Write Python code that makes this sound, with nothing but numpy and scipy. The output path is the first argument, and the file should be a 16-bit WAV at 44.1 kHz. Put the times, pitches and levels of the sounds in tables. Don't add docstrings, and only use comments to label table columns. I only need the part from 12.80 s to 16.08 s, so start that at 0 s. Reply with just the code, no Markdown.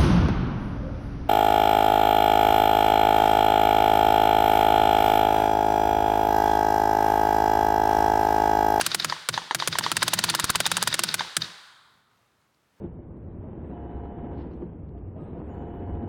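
import sys
import numpy as np
from scipy import signal
from scipy.fft import rfft, irfft, next_fast_len
from scipy.io import wavfile
from scipy.ndimage import uniform_filter1d

SR = 44100
rng = np.random.default_rng(int(sys.argv[2]) if len(sys.argv) > 2 else 0)


def wrap_up_sound(samples):
    columns = np.atleast_2d(samples).T
    tamed = np.clip(columns, -1, 1)
    steps = np.round(tamed * 32767).astype(np.int16)
    wavfile.write(sys.argv[1], SR, steps)


def magnitude_from_level(level_db):
    exponent = np.asarray(level_db, float) / 20
    return 10 ** exponent


N = 144648
T = np.arange(N) / SR

# (frequency [Hz], density [dB per Hz])
WASH_SPECTRUM = [(15, -13), (30, -16), (50, -6), (81, -1.5), (200, -9.5), (330, -13), (600, -24),
                 (2600, -54), (6000, -71)]
# (frequency [Hz], width [Hz], steady share [0-1])
ROOM_BOOMS = [(68, 8.9, .5), (91.06, 5, 0.51), (171.2, 14, .2), (336.3, 30, .1)]
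# (time [s], level of each of the four booms [dB rms])
BOOM_DRIVES = [(0, -57, -47.5, -51, -56.5), (.55, -56.5, -46.5, -50, -53), (.75, -50.5, -51, -49.5, -52.5),
               (1.05, -42.5, -48.5, -51, -53), (1.4, -43.5, -47.5, -50, -53), (1.7, -42.5, -45, -50, -51.5),
               (1.95, -44, -45, -49, -52.5), (2.2, -43, -41.5, -50.5, -59.5), (2.45, -51, -41, -49, -54),
               (2.75, -42.5, -43, -49.5, -56.5), (3.28, -42.5, -41.5, -50.5, -53.5)]
# (frequency [Hz], density [dB per Hz])
WORK_SPECTRUM = [(60, -11), (150, -1.5), (330, 0), (480, -6), (600, -13), (980, -18), (1150, -26.5),
                 (3000, -44), (7000, -71)]
# (time [s], level [dB])
WORK_LOAD = [(0.0, -48.5), (0.04, -44), (0.1, -54), (0.33, -59.5), (0.6, -53), (0.61, -50), (0.7, -47),
             (1.13, -46), (1.62, -44.5), (1.8, -48), (1.82, -41.5), (1.84, -47.5), (1.95, -54), (2.35, -53),
             (2.37, -44.5), (2.38, -45.5), (3.13, -44), (3.28, -42.5)]
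# (time [s], peak level [dB], body tone [Hz], rise [s], t60 [s])
BLOWS = [(0.038, -30, 345, 0.008, 0.11), (.575, -39, 94.7, 0.034, 0.51), (.63, -48.5, 636, 0.0077, 0.4),
         (.78, -43.5, 672, 0.0043, 0.058), (1.141, -29, 68, 0.015, 0.52), (1.418, -29.5, 234, .022, 0.11),
         (1.45, -32.5, 306.4, .015, 0.085), (1.545, -33, 270.5, 0.0063, .1),
         (1.82, -26.5, 347.8, 0.012, 0.063), (2.14, -49.5, 692, 0.016, .25), (.89, -46, 726, .02, 0.22),
         (2.352, -46, 638, 0.008, 0.25), (2.37, -59, 1248, .03, 0.48), (2.545, -42.5, 677, 0.0073, 0.16),
         (2.6, -37.5, 317, 0.0088, .12), (3.1, -29, 68, 0.028, .3), (1.49, -32.5, 74.5, .03, 0.26),
         (3.2, -31, 230.7, .022, 0.15), (3.232, -32, 310, 0.0061, 0.14), (.012, -42, 483, 0.0044, 0.089),
         (.03, -35, 185, 0.013, .12), (.045, -44.5, 848, .004, .06), (.77, -35.5, 329.4, .008, 0.088),
         (.888, -34.5, 193, 0.0077, 0.079), (.985, -37.5, 317, .008, .1), (1.118, -37, 399, .006, .08),
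         (1.587, -32.5, 282, 0.0084, 0.11), (1.66, -34.5, 259, 0.0074, 0.11),
         (1.812, -35, 190.5, .01, 0.13), (1.817, -41, 520, 0.0032, 0.058),
         (2.487, -34.5, 241.3, .008, 0.11), (2.9, -41, 45.3, .04, .5), (.128, -46, 500, .003, .06),
         (2.528, -42, 500, .003, .06), (1.72, -37, 66, .05, .6), (3.024, -36, 270, 0.0083, 0.089),
         (3.1, -38, 37.8, .04, .5), (3.2, -33.5, 98, .03, 0.33)]
# (time [s], length [s], level [dB rms])
VALVE_PUFFS = [
    (0.023, 0.03, -72),
    (1.523, 0.033, -69.5),
    (1.575, 0.05, -64.5),
    (1.65, 0.065, -77.5),
    (1.7, 0.13, -75),
    (2.17, .015, -74.5),
    (2.379, 0.23, -74.5),
]
# (frequency [Hz], density [dB per Hz])
AIR_SPECTRUM = [(600, -15.5), (1200, 1.5), (2000, -4), (3000, -4.5), (5400, -14.5), (6500, -30.5),
                (8000, -45)]
# (full speed from [s], full speed until [s], shaft at its mark [s])
SERVO_RUNS = [
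    (.93, 1.61, 1.237),
    (2.71, 3.4, 2.873),
]
GEAR_TONE_ORDERS = [29, 30, 32, 47, 49, 55, 56, 62, 64, 66, 68, 95, 103, 105, 113, 144, 176, 196, 201]
# (level [dB rms], fuzzy share [0-1])
GEAR_TONES = [(-54, 0.35), (-61.5, .3), (-63, .3), (-50.5, 0.037), (-59, .08), (-54.5, .02), (-61, .03),
              (-62, .15), (-67, 0.34), (-68, 0.26), (-69.5, 0.24), (-75, .3), (-76.5, .3), (-76, 0.33),
              (-76, 0.27), (-80.5, 0.34), (-84, .3), (-85, .2), (-86, .2)]
# (frequency [Hz], density [dB per Hz])
CLATTER_SPECTRUM = [(300, -29.5), (450, 0.5), (900, -5.5), (1200, -16), (3000, -36), (4000, -55)]
# (frequency [Hz], density [dB per Hz])
FIZZ_SPECTRUM = [(900, -20.5), (1300, 0), (1900, -3.5), (2200, -14.5), (3800, -21.5), (5000, -39.5)]
# (frequency [Hz], width [Hz], gain [dB])
CASING_RINGS = [(2400, 25, 15), (2690, 30, 10)]
# (from [s], end [s] (not used), whine change
# [dB])
DRIVE_COAST = (1.5, 1.6, -9)
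# (time [s], level [dB], treble [dB])
DRY_TICKS = [
    (1.737, -70, -3),
    (2.092, -65, -24),
]
# (frequency [Hz], level [dB rms], on [s], off [s], change at rest [dB])
INVERTER_WHISTLES = [(4382, -95, 2.68, 3.2, -12), (6804, -88.5, 2.68, 3.02, -22),
                     (8204, -87, 2.61, 2.8, -13), (8236, -91, 2.4, 2.8, -10),
                     (13146, -89.5, 2.69, 2.99, -22)]


def evened(x):
    return x / np.sqrt(np.mean(x ** 2) + 1e-20)


def coloured(x, points):
    size = next_fast_len(len(x))
    hz = np.fft.rfftfreq(size, 1 / SR)
    f, db = np.transpose(points)
    gain = magnitude_from_level(np.interp(np.log(hz + 1), np.log(f + 1), db))
    return evened(irfft(rfft(x, size) * gain, size)[:len(x)])


def drift(top_hz):
    f, phase = np.geomspace(top_hz / 20, top_hz, num=16), rng.random(16)
    slow = np.sin(2 * np.pi * (f * T[::256, None] + phase)) @ f ** -.5
    return np.interp(T, T[::256], evened(slow))


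def fuzzy(turns, width_hz):
    r = np.exp(-np.pi * width_hz / SR)
    noise = rng.standard_normal((2, N + SR))
    a, b = signal.lfilter([1], [1, -2 * r, r * r], noise)[:, SR:]
    return evened(a * np.cos(2 * np.pi * turns) + b * np.sin(2 * np.pi * turns))


def pure(turns):
    return np.sqrt(2) * np.sin(2 * np.pi * turns)


def add(mix, s, sound):
    part = mix[round(s * SR):][:len(sound)]
    part += sound[:len(part)]


def shaft():
    spin_up_per_s, brake_per_s, full_speed_hz = 4.5, 6.0, 14.888
    speeds = [1 - spin_up_per_s * np.maximum(start - T, 0) - brake_per_s * np.maximum(T - stop, 0)
              for start, stop, _ in SERVO_RUNS]
    speed = uniform_filter1d(np.clip(np.max(speeds, axis=0), 0, 1), size=900)
    turns = full_speed_hz * np.cumsum(speed) / SR
    turns_at_mark = np.interp(np.array(SERVO_RUNS).T[-1], T, turns)
    return speed, turns - turns_at_mark[np.argmax(speeds, axis=0)]


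def rumble():
    wash_db, wash_wander_db, boom_swell_db = -41.5, 0.56, 0.8
    out = magnitude_from_level(wash_db + wash_wander_db * drift(4)) * coloured(rng.standard_normal(N), WASH_SPECTRUM)
    s, *drives = np.transpose(BOOM_DRIVES)
    for (hz, width_hz, share), db in zip(ROOM_BOOMS, drives):
        steady = pure(hz * T + 0.27 * drift(2.085))
        boom = share * steady + (1 - share) * fuzzy(hz * T, width_hz)
        out = out + magnitude_from_level(np.interp(T, s, db) + boom_swell_db * drift(2)) * boom
    return out


def mechanism(speed, turns):
    work_db, rattles_per_s, rattle_db = 5, 250, -5.5
    throb_depth, throb_lag_turns = 0.25, 0.3
    strength = magnitude_from_level(4 * np.minimum(rng.exponential(1, N), 4))
    struck = rng.random(N) < rattles_per_s / SR
    rattles = strength * struck * rng.choice([-1, 1], N)
    drive = rng.standard_normal(N) + magnitude_from_level(rattle_db) * evened(rattles)
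    throb = 1 + throb_depth * speed * np.cos(2 * np.pi * (turns - throb_lag_turns))
    load_db = np.interp(T, *np.transpose(WORK_LOAD))
    return throb * magnitude_from_level(load_db + work_db) * coloured(drive, WORK_SPECTRUM)


def knocks():
    crack_db, crack_t60_s, crack_rise_s = -9.5, 0.098, 0.006
    out, t = np.zeros(N), T[:SR // 2]
    for s, db, hz, rise, t60 in BLOWS:
        swell = np.sin(np.pi / 2 * np.minimum(t / rise, 1)) ** 2
        fade = magnitude_from_level(-60 * np.maximum(t - rise, 0) / t60)
        body = swell * fade * np.sin(2 * np.pi * (hz * t + rng.random()))
        crack = coloured(rng.standard_normal(len(t)), WORK_SPECTRUM)
        crack *= np.minimum(t / crack_rise_s, 1) * magnitude_from_level(crack_db - 60 * t / crack_t60_s)
        add(out, s, magnitude_from_level(db) * (body + crack))
    return out


def valve():
    rise_s, tail_db_per_s = 0.0037, 400
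    shape = np.zeros(N)
    for s, length, db in VALVE_PUFFS:
        tail_db = -tail_db_per_s * np.maximum(T - s - length, 0)
        shape += magnitude_from_level(db + tail_db) * np.clip((T - s) / rise_s, 0, 1)
    flutter = magnitude_from_level(1.2 * drift(80))
    return shape * flutter * coloured(rng.standard_normal(N), AIR_SPECTRUM)


def gears(turns):
    clatter_db, clatter_fade_db, fuzz_hz = -57, -10, 14
    place = np.arange(2962) / 2962
    burst = rng.standard_normal(len(place)) * magnitude_from_level(clatter_fade_db * place)
    out = magnitude_from_level(clatter_db) * np.interp(turns % 1, place, coloured(burst, CLATTER_SPECTRUM))
    for order, (db, share) in zip(GEAR_TONE_ORDERS, GEAR_TONES):
        tone = np.sqrt(1 - share) * pure(order * turns) + np.sqrt(share) * fuzzy(order * turns, fuzz_hz)
        out = out + magnitude_from_level(db) * tone
    return out


def drive_whine(speed, turns):
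    order, whine_db, slow_db, fuzz = 200, -78, -30, 0.3
    whine = pure(order * turns) + fuzz * fuzzy(order * turns, 23)
    coasting = (T > DRIVE_COAST[0]) & (T < 2)
    whine *= magnitude_from_level(whine_db + slow_db * (1 - speed) + DRIVE_COAST[-1] * coasting)
    whine *= np.clip(5 * (speed - 0.62), 0, 1)
    rings = [magnitude_from_level(db) * signal.lfilter(*signal.iirpeak(hz, hz / width_hz, SR), whine)
             for hz, width_hz, db in CASING_RINGS]
    return whine + sum(rings)


def servo(speed, turns):
    slow_db, fizz_db = -71.5, -66
    gear_gain = magnitude_from_level(slow_db * (1 - uniform_filter1d(speed, size=3000)))
    fizz = speed * magnitude_from_level(fizz_db) * coloured(rng.standard_normal(N), FIZZ_SPECTRUM)
    return gears(turns) * gear_gain + drive_whine(speed, turns) + fizz


def ticks():
    out = np.zeros(N)
    click = 1. * (np.arange(256) == 128)
    for s, db, top_db in DRY_TICKS:
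        spectrum = [(300, -20), (800, 0), (6400, top_db), (9000, -60)]
        add(out, s - .003, magnitude_from_level(db) * np.hanning(256) * coloured(click, spectrum))
    return out


def inverter():
    waver_db, width_hz = 2, 17
    out = np.zeros(N)
    for hz, db, on, off, rest_db in INVERTER_WHISTLES:
        resting = (T < on) | (T > off)
        level = db + uniform_filter1d(rest_db * resting * 1., size=800) + waver_db * drift(11)
        out += magnitude_from_level(level) * fuzzy(hz * T, width_hz)
    return out


def scene():
    speed, turns = shaft()
    machine = mechanism(speed, turns) + knocks() + valve() + servo(speed, turns)
    return (rumble() + machine + ticks() + inverter())[None]


def gate(x):
    gate_db, wander_db, follow, dead_zone_db = -98, 1.8, 0.45, -4
    z = signal.stft(x, window="cosine", nperseg=2048, noverlap=1024, boundary="even")[2][:, :1024]
    peak = abs(z).reshape(len(x), 128, 8, -1).max(axis=2)
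    loud = peak[:, 3:12].mean(axis=1, keepdims=True)
    wander = .6 * rng.standard_normal(peak.shape[-1]) + 1.6 * rng.standard_normal(peak.shape)
    limit = magnitude_from_level(gate_db + wander_db * wander) * (loud / np.median(loud)) ** follow
    shut_block = np.repeat(peak < limit, 8, axis=1)
    faint_bin = abs(z) < magnitude_from_level(dead_zone_db) * np.repeat(limit, 8, axis=1)
    kept = np.pad(z * ~(shut_block | faint_bin), [(0, 0), (0, 1), (0, 0)])
    return signal.istft(kept, window="cosine", nperseg=2048, noverlap=1024)[1][:, :N]


def low_pass(x):
    return signal.sosfilt(signal.butter(12, 13400, fs=SR, output="sos"), x)


def record(dry):
    mix = gate(dry)
    return low_pass(mix)


dry = scene()
out = record(dry)
wrap_up_sound(out)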